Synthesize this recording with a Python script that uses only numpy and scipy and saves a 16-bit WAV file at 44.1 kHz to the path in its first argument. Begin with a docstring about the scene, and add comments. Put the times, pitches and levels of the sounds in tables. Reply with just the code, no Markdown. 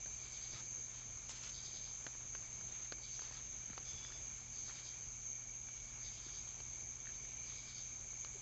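"""A wood at night: a dense chorus of high crickets throbs, with fainter tree crickets low and ground crickets
a little above. Two katydids rasp phrases of four strokes; animals scuffle in leaves, snap twigs, bump softly.
Cricket strokes are short sinking tones; katydid teeth excite wing resonances; twigs are decaying modes,
leaves bursts of filtered crackle, and bumps sinking tones. Far air is shaped noise, and mains and
machinery hum is steady sines. One microphone with a narrow band feeds both channels."""
import sys
import numpy as np
from scipy import signal
from scipy.fft import rfft, irfft, next_fast_len
from scipy.io import wavfile
from scipy.ndimage import uniform_filter1d, map_coordinates

SR = 44100
rng = np.random.default_rng(int(sys.argv[2]) if len(sys.argv) > 2 else 0)


def transcribe(u):
    """Save the signal u as a 16-bit wav file named by the first command-line argument.

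    u: samples, shape (n,) or (channels, n), limited to [-1, 1]; the rate is SR.
    q: integer samples, one column per channel.
    """
    v = np.clip(np.atleast_2d(u).T, -1, 1)
    q = np.round(v * 32767).astype(np.int16)
    wavfile.write(sys.argv[1], SR, q)


def elevation(decibels):
    """Turn decibel levels (scalar or array-like) into linear amplitude ratios."""
    levels = np.asarray(decibels, float)
    return 10 ** (levels / 20)


N = 370881  # length [samples]

# High crickets: (time [s], level before throb [dB], swing of the common throb either way [dB])
HIGH_CHORUS = [(0, -51, 2.5), (.8, -50, 1), (1.9, -51, 1), (2.3, -51, -2), (3.1, -50, 2), (4.2, -51.5, 1.5),
               (5.5, -51, 2), (6.6, -50, 1), (7.7, -52, 0.8), (8.41, -49, 2)]
# Fainter choruses: tree crickets, low, and ground crickets, a little above the high ones:
# (time [s], tree cricket level [dB], ground cricket level [dB])
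FAINTER_CHORUSES = [(0, -66.5, -58), (.5, -68.5, -61.5), (1, -70.5, -63), (2.3, -69.5, -60.5),
                    (3.7, -69.5, -63.5), (4.8, -68.5, -61), (5.4, -69, -63.5), (6, -67.5, -62.5),
                    (6.8, -69, -62.5), (7.4, -66, -63), (8.41, -68.5, -57.5)]
# Common throb before and after the regrouping: (time of a crest [s], crest to crest [s])
THROB_BOUTS = [(0.084, 0.361), (2.839, .357)]
# Phrases of four wing strokes:
# (time [s], level of first stroke before scatter [dB], stroke to stroke [s], change per stroke [dB])
FIRST_PHRASES = [(.224, -60.5, 0.093, 1), (1.538, -55.5, .094, -1), (3.018, -59, 0.098, 0),
                 (4.548, -60, 0.095, 0.6), (6.031, -58.5, 0.097, 0.1), (7.461, -60.5, 0.098, 1)]
SECOND_PHRASES = [(3.858, -58, 0.081, -0.96)]  # second katydid, same columns
# Wing resonances: (frequency [Hz], width [Hz], relative gain [dB], delay within the stroke [s])
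FIRST_WING = [(3220, 400, -4.5, .01), (3710, 450, -2.5, 0.0069), (3970, 140, -1, 0.0027),
              (4184, 100, 1.5, 0.011), (4390, 120, -1, 0.001), (4510, 120, 3, -0.017),
              (4716, 130, 3, -.006), (4920, 260, 0.5, -.008), (5350, 640, -6, -.008)]
SECOND_WING = [(3430, 270, -2.5, 0.001), (5000, 900, -8.5, 0.001)]  # second katydid, same columns
# Paws in the leaves: (time [s], length [s], level [dB], centre [Hz], width [Hz])
LEAF_SCUFFS = [(0.532, 0.085, -61.5, 1700, 1200), (0.534, 0.079, -61, 4200, 2000),
               (0.924, 0.11, -63.5, 3000, 4000), (1.286, 0.038, -48, 6760, 4000),
               (1.289, 0.21, -60, 3000, 5000), (1.292, .03, -61, 1400, 2000),
               (1.432, .06, -64.5, 1500, 2000), (1.34, 0.039, -59, 5000, 3000),
               (1.428, 0.021, -51, 5540, 5000), (1.451, 0.052, -54, 5000, 6000),
               (2.199, 0.038, -66.5, 990, 1200), (2.656, 0.23, -64.5, 2500, 3500),
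               (3.203, 0.21, -64, 1490, 2000), (4.674, 0.05, -62.5, 1300, 1600),
               (4.74, 0.088, -65, 1500, 1800), (7.087, 0.018, -63.5, 1750, 400),
               (7.135, 0.031, -66, 4000, 2000)]
# Louder twig snaps: (time [s], body level [dB], thud level [dB], crack level [dB], body pitch [Hz], body t60 [s])
TWIG_SNAPS = [(0.060, -47, -47.5, -46, 1670, 0.0043), (.534, -56, -46.5, -60, 1750, .004),
              (.552, -49, -60, -61, 1690, .004), (1.294, -45.5, -58, -50, 900, .003),
              (1.437, -55, -65, -58, 1800, .003), (2.046, -54, -50, -56, 1200, .004),
              (2.066, -34.5, -39.5, -39, 1630, 0.0036), (2.152, -49, -55, -60, 1060, 0.004),
              (2.3508, -38, -58, -48, 1560, 0.003), (2.611, -46, -66, -62, 1440, 0.0037),
              (2.9226, -36.5, -34, -33, 1530, 0.0047), (2.984, -53, -62, -60, 1420, .004),
              (3.193, -40.5, -63, -57, 1530, 0.0035), (3.22, -46.5, -65, -41.5, 985, .004),
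              (3.311, -47, -60, -55, 950, .004), (3.701, -51, -52, -57, 1760, .004),
              (3.732, -44, -62, -58, 1420, 0.0039), (3.7785, -35, -54, -46, 1220, 0.0022),
              (4.049, -44, -64, -52, 1840, 0.004), (4.122, -48, -67, -45, 1750, .005),
              (4.415, -55, -61, -52, 942, 0.0037), (4.681, -53, -69, -52, 1500, .003),
              (4.695, -50, -63, -50, 2300, .003), (4.698, -45, -54, -56, 1500, .004),
              (4.796, -53, -54, -59, 1500, .004), (5.687, -46, -59, -63, 1600, .003),
              (6.474, -51, -65, -52, 1020, .004), (6.604, -49.5, -53, -41, 1090, 0.0033),
              (7.0568, -47, -74, -56, 1950, 0.0034), (7.0685, -52, -75, -65, 2250, .008),
              (7.0703, -46, -76, -56, 1800, 0.013), (7.251, -51, -67, -63, 2080, .004),
              (8.132, -50, -54, -62, 1220, 0.0027), (8.248, -42, -54, -39, 1280, 0.0038)]
# Soft low bumps: (time [s], length [s], level before roughness [dB], first pitch [Hz], last pitch [Hz])
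SOFT_BUMPS = [(0.546, 0.02, -52.5, 130, 100), (3.698, .013, -52, 270, 190), (4.308, 0.021, -60, 200, 150),
              (6.263, 0.01, -55.5, 343, 261), (8.339, .038, -59.5, 450, 367)]
# Hum lines: (frequency [Hz])
HUM_PITCHES = [42.57, 59.2, 85.1, 119.98, 240.05, 360.05]
# The same lines in turn: (rms level [dB], scale of phase wander [rad])
HUM_LINES = [(-68.5, 0.22), (-77, 0.41), (-80, 0.56), (-65.5, 0.025), (-79, 0.064), (-87.5, .1)]
# Spectrum of the far air: (frequency [Hz], relative level per Hz [dB])
AIR_SPECTRUM = [(9, -37.5), (15, -14), (48, -3.5), (92, -8.5), (160, -13), (250, -17.5), (340, -19),
                (1750, -22), (3000, -21.5), (5600, -23), (8000, -21.5)]
# Loudness of the far air: (time [s], level [dB])
AIR_LOUDNESS = [(0, -57), (1.5, -56.5), (2.6, -58), (3.9, -57), (5.5, -58.5), (6.2, -57.5), (8.41, -58)]
# Microphone response: (frequency [Hz], gain [dB])
MICROPHONE_RESPONSE = [(5600, 1), (7400, 0), (7800, -5.5), (8050, -18.5), (8220, -25), (8320, -52.5)]
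# Twig thud: (frequency [Hz], t60 [s]); crack modes: (frequency [Hz], t60 [s], level against the crack [dB])
THUD, CRACK = (525, 0.0042), [(3000, 0.0029, -4.5), (4260, 0.004, -4)]

FLATTER_SINGERS_DB, FLUTTER_DB = -10, 0.8  # flatter high crickets against the rest; chance unevenness
REGROUP_S, THROB_LEAN_RAD = 2.25, 0.21  # start of the second bout; skew of the throb
STROKE_S, LAST_STROKE_S, STROKE_EDGE_S = 0.06, 0.065, 0.025  # the last stroke is drawn out
STROKE_SCATTER_DB, MODE_WAVER_DB = -0.27, -1  # no two strokes are alike
TOOTH_RATE_HZ, TOOTH_JITTER = 402, .11  # teeth a second; scatter of a gap, as a share of the mean
TOOTH_SCATTER_DB, SCRAPE_DB = 2.5, -14  # scatter of tooth size; friction noise against the teeth
FAINT_SNAPS, FAINT_T60_S, FAINT_HZ = 6, .0046, (950, 1750)  # number; ring; range of body pitch
FAINT_DB, FAINT_SPREAD_DB = (-56.5, -64, -62), 1  # body, thud, crack; spread either way
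SNAP_RISE, SNAP_LOW_HZ = 0.041, 190  # rise time over t60; low cut
SPLINTER_DB, SPLINTER_T60_S = -11.5, 0.034  # splintering noise against the body; its decay
BUMP_ROUGH_DB = 3  # unevenness within a bump


def unit(x):
    """Normalisation: divides by the root mean square."""
    return x / np.sqrt(np.mean(x ** 2) + 1e-20)


def along(points, hz):
    """Logarithmic pitch: interpolates (frequency, value) points on a log axis."""
    f, v = np.transpose(points)
    return np.interp(np.log(hz + 1), np.log(f + 1), v)


def curves(rows):
    """Linear interpolation: one value per sample for each column after the time."""
    s, *cols = np.transpose(rows)
    return [np.interp(np.arange(N) / SR, s, c) for c in cols]


def wobble(rate):
    """Band-limited chance: a smooth random curve through rate knots a second."""
    knots = rng.standard_normal(int(N * rate / SR) + 4)
    return map_coordinates(knots, [np.arange(N) * rate / SR])


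def filtered(x, response):
    """Linear filtering: multiplies the spectrum by a complex frequency response."""
    m = next_fast_len(len(x) + 8192)
    return irfft(rfft(x, m) * response(np.fft.rfftfreq(m, 1 / SR)), m)[:len(x)]


def resonance(f, hz, width):
    """Damped oscillator: the causal response of one mode."""
    return 1j * f * width / (hz * hz - f * f + 1j * f * width)


def woods(x, t60, wet):
    """Multiple scattering: trunks and moving leaves blur a sound, with a new tail every fifth of a second."""
    hop = SR // 5
    count = N // hop + 2
    padded = np.pad(x, (hop, 2 * hop))
    pieces = np.lib.stride_tricks.sliding_window_view(padded, 2 * hop)[::hop][:count]
    window = np.sin(np.pi * np.arange(2 * hop) / (2 * hop))
    tails = rng.standard_normal((count, hop)) * elevation(-60 * np.arange(hop) / SR / t60)
    tails = tails / np.linalg.norm(tails, axis=1, keepdims=True)
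    blur = signal.fftconvolve(pieces * window, tails, axes=1)
    where = hop * np.arange(count)[:, None] + np.arange(blur.shape[1])
    scattered = np.bincount(where.ravel(), blur.ravel())[hop:hop + N]
    wet = np.clip(wet, 0, 1)
    return np.sqrt(1 - wet) * x + np.sqrt(wet) * scattered


def trill(count, hz, spread_hz, scatter_hz, rate, rate_spread, stroke_s, fall_hz, wander_db):
    """Stridulation: each cricket closes its wings at its own rate, every stroke a short tone sinking in pitch."""
    beats = np.arange(int(1.5 * 80 * N / SR))  # ample strokes to fill the scene
    pace = rate * np.exp(rate_spread * rng.standard_normal((count, 1)))
    size, detune, phase, late = rng.standard_normal((4, count, len(beats)))
    start = (beats + rng.random((count, 1)) + np.cumsum(.03 * late, axis=1)) / pace
    # each singer swells and fades
    mood = unit(uniform_filter1d(rng.standard_normal(size.shape), size=30, axis=1))
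    pitch = hz + spread_hz * np.linspace(-1, 1, count)[:, None] + scatter_hz * detune
    heard = (start > 0) & (start < N / SR)
    t = np.arange(int(stroke_s * SR)) / SR
    shape = np.sin(np.pi * (t / stroke_s) ** 0.8)
    turns = pitch[heard][:, None] * t + fall_hz * (t - t ** 2 / stroke_s) / 2 + phase[heard][:, None]
    strength = elevation(wander_db * mood + 0.5 * size)[heard][:, None]
    tones = strength * shape * np.sin(2 * np.pi * turns)
    where = (start[heard] * SR).astype(int)[:, None] + np.arange(len(t))
    return np.bincount(where.ravel(), tones.ravel(), N)[:N]


def crickets():
    """Incoherent addition: many singers at three main pitches blur together; the high ones throb in step."""
    chorus_db, depth_db = curves(HIGH_CHORUS)
    tree_db, ground_db = curves(FAINTER_CHORUSES)
    t = np.arange(N) / SR
    first_bout, second_bout = [(t - crest) / period for crest, period in THROB_BOUTS]
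    turn = 2 * np.pi * np.where(t < REGROUP_S, first_bout, second_bout)
    # the lean makes a swell of positive depth rise faster than it falls
    throb_db = depth_db * np.cos(turn + THROB_LEAN_RAD * np.cos(turn)) + FLUTTER_DB * wobble(9)
    high = trill(count=20, hz=6376, spread_hz=117, scatter_hz=73, rate=70, rate_spread=.2,
                 stroke_s=0.0075, fall_hz=200, wander_db=0.04)
    flatter = trill(count=8, hz=6066, spread_hz=90, scatter_hz=80, rate=70, rate_spread=.2,
                    stroke_s=0.007, fall_hz=200, wander_db=1.0)
    high = unit(high) + elevation(FLATTER_SINGERS_DB) * unit(flatter)
    tree = trill(count=10, hz=2291, spread_hz=68.0, scatter_hz=36.4, rate=62, rate_spread=.03,
                 stroke_s=.011, fall_hz=106, wander_db=0.3)
    ground = trill(count=14, hz=6760, spread_hz=350, scatter_hz=265, rate=49, rate_spread=.015,
                   stroke_s=0.006, fall_hz=585, wander_db=1.0)
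    return (elevation(chorus_db + throb_db) * unit(woods(high, t60=0.38, wet=0.23))
            + elevation(tree_db) * unit(woods(tree, t60=0.28, wet=0.25))
            + elevation(ground_db) * unit(woods(ground, t60=0.54, wet=0.67)))


def night_air():
    """Superposition: shaped noise makes far rumble and patchy hiss; sines make the mains and machinery hum."""
    z = signal.stft(rng.standard_normal(N + 512), nperseg=512)[2]
    patches = uniform_filter1d(rng.standard_normal(z.shape), size=8, axis=0)  # across frequency
    patches = uniform_filter1d(patches, size=6, axis=1)  # across time
    noise = signal.istft(z * elevation(1.66 * unit(patches)), nperseg=512)[1][:N]
    coloured = unit(filtered(noise, lambda f: elevation(along(AIR_SPECTRUM, f))))
    air = elevation(curves(AIR_LOUDNESS)[0] + 0.63 * wobble(3.016)) * coloured
    t = np.arange(N) / SR
    drift = wobble(1.5)  # shared by all lines
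    hum = np.zeros(N)
    for hz, (db, wander) in zip(HUM_PITCHES, HUM_LINES):
        phase = wander * drift + 2 * np.pi * rng.random()
        hum += elevation(db) * np.sqrt(2) * np.sin(2 * np.pi * hz * t + phase)
    return air + hum


def twigs():
    """Modal decay: a snap rings the stick's body, with a thud below and a crack above; faint ones fall by chance."""
    luck = rng.random((FAINT_SNAPS, 5))
    faint_db = np.array(FAINT_DB) + FAINT_SPREAD_DB * (2 * luck[:, 1:4] - 1)
    faint_hz = np.interp(luck[:, -1], [0, 1], FAINT_HZ)
    faint = np.column_stack([luck[:, 0] * N / SR, faint_db, faint_hz, np.full(FAINT_SNAPS, FAINT_T60_S)])
    s, body_db, thud_db, crack_db, body_hz, body_t60 = np.vstack([TWIG_SNAPS, faint]).T[..., None]
    t = np.arange(SR // 40) / SR

    def ring(hz, t60, db):
        """Damped vibration: a sine under a quick rise and exponential decay of given peak."""
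        swell = elevation(-60 * t / t60) * (1 - np.exp(-t / t60 / SNAP_RISE))
        return elevation(db) * swell / swell.max(axis=-1, keepdims=True) * np.sin(2 * np.pi * hz * t)

    snap = ring(body_hz, body_t60, body_db) + ring(*THUD, thud_db)
    snap = snap + sum(ring(hz, t60, crack_db + db) for hz, t60, db in CRACK)
    # smoothing dulls the splintering; the 2 makes up most of the lost level
    splinters = 2 * uniform_filter1d(rng.standard_normal(snap.shape), size=5, axis=1)
    snap = snap + elevation(body_db + SPLINTER_DB - 60 * t / SPLINTER_T60_S) * splinters
    where = (s * SR).astype(int) + np.arange(len(t))
    placed = np.bincount(where.ravel(), snap.ravel(), N)[:N]
    thin = filtered(placed, lambda f: 1j * f / (SNAP_LOW_HZ + 1j * f))
    return woods(thin, t60=.07, wet=.07)


def katydid(phrases, wing):
    """Forced resonance: a scraper drags over a file, and nearly even tooth clicks ring the modes of the wing."""
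    start, level_db, gap, change_db = np.transpose(phrases)[..., None]
    stroke = np.arange(4)
    s = start + gap * stroke
    scatter = rng.standard_normal((len(phrases), len(stroke)))
    db = level_db + change_db * stroke + STROKE_SCATTER_DB * scatter
    end = s + np.where(stroke == stroke[-1], LAST_STROKE_S, STROKE_S)
    gaps, sizes = rng.standard_normal((2, int(600 * N / SR)))
    strikes = (np.cumsum(1 + TOOTH_JITTER * gaps) / TOOTH_RATE_HZ * SR).astype(int)
    teeth = unit(np.bincount(strikes, elevation(TOOTH_SCATTER_DB * sizes), N)[:N])
    teeth = teeth + elevation(SCRAPE_DB) * rng.standard_normal(N)
    corners = np.stack([s - STROKE_EDGE_S, s + STROKE_EDGE_S, end - STROKE_EDGE_S, end + STROKE_EDGE_S], axis=-1)
    corners = np.maximum.accumulate(corners.ravel())  # keeps overlapping strokes in order
    heights = np.outer(elevation(db), [0, 1, 1, 0]).ravel()
    modes_sum, rasp = np.zeros(N), np.zeros(N)
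    for k, (hz, width, gain_db, late) in enumerate(wing):
        # neighbouring modes have opposite sign
        mode = filtered(teeth, lambda f: (-1) ** k * elevation(gain_db) * resonance(f, hz, width) ** 2)
        drag = np.interp(np.arange(N) / SR - late, corners, heights)
        modes_sum += mode
        rasp += mode * drag * elevation(MODE_WAVER_DB * wobble(14))
    return woods(rasp / np.std(modes_sum), t60=0.46, wet=0.41)


def leaves():
    """Granular excitation: each scuff is a burst of crackling noise, coloured by what the paw crushes."""
    out = np.zeros(N + SR)
    for s, length, db, hz, width in LEAF_SCUFFS:
        crackle_db = 4.5 * unit(uniform_filter1d(rng.standard_normal(SR // 2), size=14))
        crackle = rng.standard_normal(SR // 2) * elevation(crackle_db)
        crush = filtered(crackle, lambda f: resonance(f, hz, width))
        part = np.arange(SR // 2) / SR / length
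        burst = crush * np.clip(np.minimum(part / 0.15, (1.15 - part) / .3), 0, 1)
        # energy equal to the stated rms level held for the length
        out[round(s * SR):][:SR // 2] += elevation(db) * burst * np.sqrt(length * SR) / np.linalg.norm(burst)
    return woods(out[:N], t60=0.094, wet=0.13)


def bumps():
    """Frequency glide: something soft lands or rubs, giving a short low tone that sinks."""
    out = np.zeros(N + SR)
    for s, length, db, first_hz, last_hz in SOFT_BUMPS:
        part = np.arange(int(length * SR)) / SR / length
        turns = length * (first_hz * part + (last_hz - first_hz) * part ** 2 / 2)
        tone = np.sin(np.pi * part) * np.sin(2 * np.pi * turns)
        out[round(s * SR):][:len(part)] += elevation(db) * tone
    return out[:N] * elevation(BUMP_ROUGH_DB * wobble(120))


def scene():
    """Linear superposition: the pressures of all sources add at one microphone."""
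    mono = crickets() + night_air() + twigs()
    mono = mono + katydid(FIRST_PHRASES, FIRST_WING) + katydid(SECOND_PHRASES, SECOND_WING)
    mono = mono + leaves() + bumps()
    return np.array([mono, mono])


def roll_off(x):
    """The treble ends steeply here."""
    return signal.sosfilt(signal.butter(12, 8450, fs=SR, output="sos"), x)


def record(dry):
    """Band limitation: the microphone chain rolls off steeply near 8 kHz and feeds both channels."""
    narrow = filtered(dry[0], lambda f: elevation(along(MICROPHONE_RESPONSE, f)))
    return roll_off(np.array([narrow, narrow]))


dry = scene()
out = record(dry)
transcribe(out)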